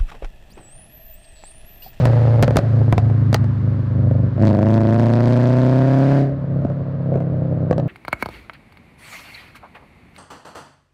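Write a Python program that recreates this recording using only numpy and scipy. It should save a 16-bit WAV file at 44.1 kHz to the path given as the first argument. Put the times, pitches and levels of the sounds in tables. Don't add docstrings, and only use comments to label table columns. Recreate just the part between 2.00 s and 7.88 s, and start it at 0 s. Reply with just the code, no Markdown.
import sys
import numpy as np
from scipy import signal
from scipy.fft import rfft, irfft
from scipy.io import wavfile
from scipy.ndimage import uniform_filter1d

SR = 44100
rng = np.random.default_rng(int(sys.argv[2]) if len(sys.argv) > 2 else 0)


def generate_wav(signal):
    frames = np.transpose(np.atleast_2d(signal))
    scaled = np.clip(frames, -1, 1) * 32767
    pcm = np.round(scaled).astype(np.int16)
    wavfile.write(sys.argv[1], SR, pcm)


N = 259308
TIME = np.arange(N) / SR

# f/Hz, level/dB
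TYRE_SPECTRUM = [(25, -3.5), (60, 12), (150, 10), (350, 5), (700, -8.5), (1050, -4), (1600, -11),
                 (2500, -24), (3300, -29), (4500, -31.5), (6000, -48), (9000, -52.5), (16000, -65.5)]
# f/Hz, T60/s
STREET_DECAY = [(100, 0.68), (600, 0.61), (1700, 0.32), (5000, 0.075), (14000, 0.24)]
# t/s, thump level/dB, crack level/dB, pipe ring f/Hz
BANGS = [(0.054, -1.5, -2, 590), (.426, 5, 3.5, 456), (0.4336, 2.5, -8.5, 580), (0.4793, -3, -29, 537),
         (.508, -9, -22.5, 566), (0.5587, -6, -12, 438), (.569, 3, 2.5, 629), (.589, -6, -14.5, 567),
         (.926, 0.5, -12, 694), (0.9804, -5, -9, 711), (1.1, -20.5, -38, 720), (1.329, -13, -10, 254.5),
         (1.3445, -9, 1, 830), (1.443, -20, -30.5, 255), (2.112, -19, -49, 540), (2.151, -26, -47, 538),
         (2.38, -19.5, -52, 590), (4.62, -24.5, -48, 576), (4.6508, -9.5, -44, 248), (4.701, -21, -58, 580),
         (5.141, -21.5, -50.5, 666), (5.157, -14.5, -41, 399), (5.205, -20.5, -46, 644),
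         (5.711, -5.5, -19.5, 503), (5.781, -12.5, -22.5, 553)]
# f/Hz, level/dB
THUMP_SPECTRUM = [(30, -25.5), (70, 6), (130, 13), (250, 7), (450, 0), (700, 2.5), (1000, -29.5),
                  (1600, -22.5), (3000, -74.5), (8000, -67.5)]
CRACK_SPECTRUM = [(200, 8.5), (700, 13.5), (1250, 4), (1850, 2), (2300, -2.5), (2800, -6.5), (3400, -10),
                  (4700, -6), (6300, -17), (8000, -16), (11000, -30), (16000, -36)]
# frequency ratio, level/dB
RING_MODES = [(0.761, -21), (1, -1.5), (1.4, -20), (2.2, -22), (3.2, -28.5)]
# t/s, f/Hz
FIRING_RATE = [(0, 120.6), (.15, 115), (.4, 113.8), (1, 107.5), (1.5, 104.2), (2.33, 97.22), (2.62, 104.4),
               (3.05, 113.7), (3.6, 125.6), (3.9, 131.7), (4.12, 138), (4.5, 135.6), (4.9, 136.5),
               (5.45, 131), (5.88, 124.1)]
# pressed t/s, lifted t/s, throttle (0-1), boom level/dB, bark level/dB
PRESSES = [(-.3, 0.389, 0.03, -11, -23), (2.356, 4.193, 0.88, -12.5, -22)]
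# t/s, boom level/dB, bark level/dB
COASTING_LEVELS = [(.5, -12.5, -35), (.64, -16.5, -45), (.78, -11.5, -30), (1.46, -14.5, -53.5),
                   (1.56, -19, -56), (1.68, -15, -38), (1.85, -19.5, -45), (2.04, -13, -33.5),
                   (2.26, -14.5, -35), (2.32, -20.5, -44), (4.4, -24, -40), (4.56, -18, -34),
                   (4.9, -24, -37.5), (5.06, -20.5, -35.5), (5.13, -17.5, -24), (5.24, -20, -34),
                   (5.5, -19, -30.5), (5.88, -19, -34.5)]
# delay/firing intervals, level/dB with throttle shut; the same, open
HEADERS = [(0.11, 7, -0.0433, 5), (-0.053, 6, -0.071, -1), (-0.14, 5, 0.15, 0.5), (.1, 3.5, .07, 0.1)]
# f/Hz, level/dB
JET_SPECTRUM = [(300, -12), (700, -11.5), (1100, -1.5), (1650, 6), (2500, -5.5), (3300, -9), (4600, -10),
                (6000, -19), (9000, -27.5), (12000, -36), (16000, -39)]
# f/Hz, level/dB
SHUT_SPECTRUM = [(25, -36), (55, -16.5), (80, -3), (108, 3), (135, 0.5), (165, -1), (205, -12.5), (250, -9),
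                 (320, -19), (430, -22.5), (560, -14.5), (700, -25.5), (850, -39), (2000, -86)]
OPEN_SPECTRUM = [(25, -15.5), (60, -7.5), (90, -1), (120, 6), (170, 2), (240, 1), (310, -2), (390, -3.5),
                 (460, -6.5), (540, 0.5), (700, -0.5), (830, -21.5), (1030, -30), (1700, -23), (3500, -53)]
# recent level/dB, ceiling/dB
LIMITER_CURVE = [(-17, -2), (-14.6, -5.5), (-12.6, -8.8)]

START_M, SPEED_M_PER_S = 4, 7.5
LOW_REVS_HZ = 100


def amp(db):
    return 10 ** (np.asarray(db) / 20)


def curves(rows):
    s, *columns = np.transpose(rows)
    return [np.interp(TIME, s, column) for column in columns]


def read(spectrum, hz):
    f, value = np.transpose(spectrum)
    return np.interp(np.log(hz + 1), np.log(f), value)


def add(mix, s, sound):
    part = mix[max(round(s * SR), 0):][:len(sound)]
    part += sound[:len(part)]


def colour(x, spectrum, size=8192):
    hz = abs(np.fft.fftfreq(size, 1 / SR)) + 1
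    rolloff = np.minimum(hz / spectrum[0][0], 1) * np.minimum(spectrum[-1][0] / hz, 1) ** 2
    log_gain = np.log(amp(read(spectrum, hz)) * rolloff)
    response = np.fft.ifft(np.exp(np.conj(signal.hilbert(log_gain)))).real[:size // 2]
    return signal.oaconvolve(x, response)[:len(x)]


def band(x, lo_hz, hi_hz):
    hz = np.fft.rfftfreq(N, 1 / SR) + 1e-3
    return irfft(rfft(x) / (1 + (lo_hz / hz) ** 12) / (1 + (hz / hi_hz) ** 12), N)


def rms(x, size=3000):
    return np.sqrt(abs(uniform_filter1d(uniform_filter1d(x ** 2, size), size)) + 1e-14)


def impulses(s, strength):
    whole, part = np.divmod(np.clip(s * SR, 0, N - 2), 1)
    whole = whole.astype(int)
    return np.bincount(whole, strength * (1 - part), N) + np.bincount(whole + 1, strength * part, N)


def distance(s):
    return START_M + SPEED_M_PER_S * s


def distance_db(db_per_doubling):
    return db_per_doubling * np.log2(distance(TIME) / START_M)


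def tyres(near_db=-31.5):
    roll = colour(rng.standard_normal(N), TYRE_SPECTRUM)
    return amp(near_db + distance_db(-1.5)) * roll / roll.std()


def street_reverb(x, rise_s=0.16):
    hz, t, noise = signal.stft(rng.standard_normal(SR // 2), SR, nperseg=256)
    decay = amp(-60 * t / read(STREET_DECAY, hz)[:, None])
    tail = signal.istft(noise * decay * (1 - np.exp(-t / rise_s)), SR, nperseg=256)[1]
    wet = signal.oaconvolve(band(x, 230, 16000), tail / np.linalg.norm(tail))[:N]
    return wet * amp(np.interp(TIME, [1.5, 5.5], [-28, -20]))


def roadside_echo(x, delay_s=0.017, smear_s=0.0015, size=1500):
    scatter = rng.standard_normal(size) * np.exp(-np.arange(size) / (smear_s * SR))
    echo = np.zeros(N)
    add(echo, delay_s, signal.oaconvolve(band(x, 550, 9000), scatter / np.linalg.norm(scatter)))
    return echo * amp(np.interp(TIME, [1.5, 5.5], [-22, -2]))


def open_end(x, turn_hz=110):
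    pole = np.exp(-2 * np.pi * turn_hz / SR)
    return signal.lfilter([pole, -1], [1, -pole], x)


def afterfire(crack_s=0.0012, sizzle_s=0.0098, sizzle_db=-18, tip_hz=4600, tip_s=0.00049, size=6000):
    t = np.arange(size) / SR
    thump = open_end(colour(signal.unit_impulse(size), THUMP_SPECTRUM))
    thump /= abs(thump).max()
    bangs = np.zeros(N)
    for s, thump_db, crack_db, ring_hz in BANGS:
        ring_s = 0.0039 + 0.00009 * distance(s)
        modes = sum(amp(db) * np.sin(2 * np.pi * ring_hz * ratio * t) for ratio, db in RING_MODES)
        ring = np.exp(-t / ring_s) * modes
        flame = np.exp(-t / crack_s) + amp(sizzle_db) * np.exp(-t / sizzle_s)
        crack = colour(flame * rng.standard_normal(size), CRACK_SPECTRUM)
        crack += amp(crack_db) * np.exp(-t / tip_s) * np.sin(2 * np.pi * tip_hz * t)
        add(bangs, s, amp(thump_db) * (thump + ring) + amp(crack_db) * crack)
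    return bangs


def pedal(pressed_s, lifted_s, attack_s=0.068, release_s=0.16):
    return np.interp(TIME, [pressed_s, pressed_s + attack_s, lifted_s, lifted_s + release_s], [0, 1, 1, 0])


def shudder(hz=3.5, decay_s=0.3, lag_s=0.019):
    swing = np.zeros(N)
    for pressed_s, _, opening, *_ in PRESSES:
        t = np.maximum(TIME - pressed_s - lag_s, 0)
        swing += opening * np.exp(-t / decay_s) * np.sin(2 * np.pi * hz * t)
    return swing


def engine_load(hz, coasting_rush_db=-10.5):
    coasted_s = np.zeros(N)
    for _, lifted_s, *_ in PRESSES:
        coasted_s = np.where(TIME > lifted_s, TIME - lifted_s, coasted_s)
    coasting_lope = 0.7 + 0.37 * coasted_s
    loaded_lope = 0.714 * (LOW_REVS_HZ / hz) ** 1.71
    loaded_rush_db = -40 + 0.84 * (hz - LOW_REVS_HZ)
    state = [np.zeros(N), coasting_lope, *curves(COASTING_LEVELS), coasting_rush_db]
    for pressed_s, lifted_s, opening, boom_db, bark_db in PRESSES:
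        down = pedal(pressed_s, lifted_s)
        loaded = [opening, loaded_lope, boom_db, bark_db, loaded_rush_db]
        state = [now + down * (target - now) for now, target in zip(state, loaded)]
    return state


def firings(hz, throttle, lope, start_phase=0.4, jitter=0.02, burn_spread_db=2.42):
    phase = np.cumsum(hz) / SR + start_phase
    count = np.arange(int(phase[-1]))
    at = np.searchsorted(phase, count)
    shut, wide = np.split(np.array(HEADERS)[count % len(HEADERS)].T, 2)
    delay, strength_db = lope[at] * (shut + throttle[at] * (wide - shut))
    slip, burn = rng.standard_normal((1000, 2))[:len(count)].T
    unsteadiness = 1 - 0.69 * throttle[at]
    s = np.interp(count + delay + jitter * unsteadiness * slip, phase, TIME)
    return s, amp(strength_db + burn_spread_db * unsteadiness * burn)


def stumble(delay_s=0.034, width_s=0.0097):
    flow = np.ones(N)
    coasting = 1 - sum(pedal(*press[:2]) for press in PRESSES)
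    for s, thump_db, *_ in BANGS:
        gap = np.exp(-((TIME - s - delay_s) / width_s) ** 2)
        flow *= 1 - coasting * min(amp(thump_db), 1) * gap
    return flow


def rasp_level(hz, throttle, near_db=-40.5, torque_peak_hz=118.2, torque_width_hz=6.4):
    torque_db = 3.5 * np.exp(-((hz - torque_peak_hz) / torque_width_hz) ** 2)
    load_db = throttle * (18 + 0.27 * (hz - LOW_REVS_HZ) + torque_db)
    flare_db = sum(10 * np.exp(-((TIME - pressed_s - 0.12) / 0.018) ** 2) for pressed_s, *_ in PRESSES)
    return near_db + load_db + flare_db + distance_db(-8)


def gas_jet(s, strength, throttle, rasp_db, rush_db, puff_s=0.00045, shock_to_puff=4.2):
    scatter_db = rng.uniform(-4.5, 4.5, N)[:len(s)]
    spits = impulses(s, strength ** 0.99 * amp(scatter_db)) * (0.016 + 0.44 * throttle)
    puffs = signal.lfilter([1], [1, -np.exp(-1 / (puff_s * SR))], spits)
    turbulence = (puffs + amp(rush_db)) * rng.standard_normal(N)
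    rasp = colour(shock_to_puff * throttle * spits + turbulence, JET_SPECTRUM)
    return amp(rasp_db) * rasp / rms(band(rasp, 1487, 8000))


def exhaust_pipe(s, strength, throttle, boom_db, bark_db, body_hz=175, bark_hz=380):
    def resonate(sizes):
        pulses = impulses(s, sizes)
        shut, wide = colour(pulses, SHUT_SPECTRUM), colour(pulses, OPEN_SPECTRUM)
        return open_end((1 - throttle) * shut + throttle * wide)

    note = resonate(strength)
    body_db = -7.5 + distance_db(3)
    boom = band(note, 0, body_hz) + amp(body_db) * band(note, body_hz, bark_hz)
    contrast = 1 + 0.77 * (1 - np.interp(s, TIME, throttle))
    bark = band(resonate(strength ** contrast), bark_hz, SR)
    return amp(boom_db) * boom / rms(boom) + amp(bark_db) * bark / rms(bark)


def engine(hz_per_swing=8.2, boom_db_per_swing=4):
    swing = shudder()
    hz = curves(FIRING_RATE)[0] + hz_per_swing * swing
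    throttle, lope, boom_db, bark_db, rush_db = engine_load(hz)
    s, strength = firings(hz, throttle, lope)
    note = exhaust_pipe(s, strength, throttle, boom_db + boom_db_per_swing * swing, bark_db)
    rasp = gas_jet(s, strength, throttle, rasp_level(hz, throttle), rush_db)
    return stumble() * note + rasp


def scene():
    bangs = afterfire()
    car = engine() + bangs
    return (car + roadside_echo(bangs) + street_reverb(car) + tyres())[None]


def record(dry, memory_s=0.12, low_hz=4, high_hz=16600):
    power = np.minimum(dry[0] ** 2, 0.15)
    pole = np.exp(-1 / (memory_s * SR))
    recent_power = signal.lfilter([1 - pole], [1, -pole], power, zi=[power[:SR // 10].mean()])[0]
    ceiling = amp(np.interp(10 * np.log10(recent_power + 1e-12), *np.transpose(LIMITER_CURVE)))
    limited = dry / (1 + abs(dry / ceiling) ** 16) ** (1 / 16)
    centred = signal.lfilter(*signal.butter(1, low_hz, "high", fs=SR), limited)
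    lowpass = signal.firwin(511, high_hz, window=("kaiser", 9), fs=SR)
    return signal.oaconvolve(centred, lowpass[None], "same")


dry = scene()
out = record(dry)
generate_wav(out)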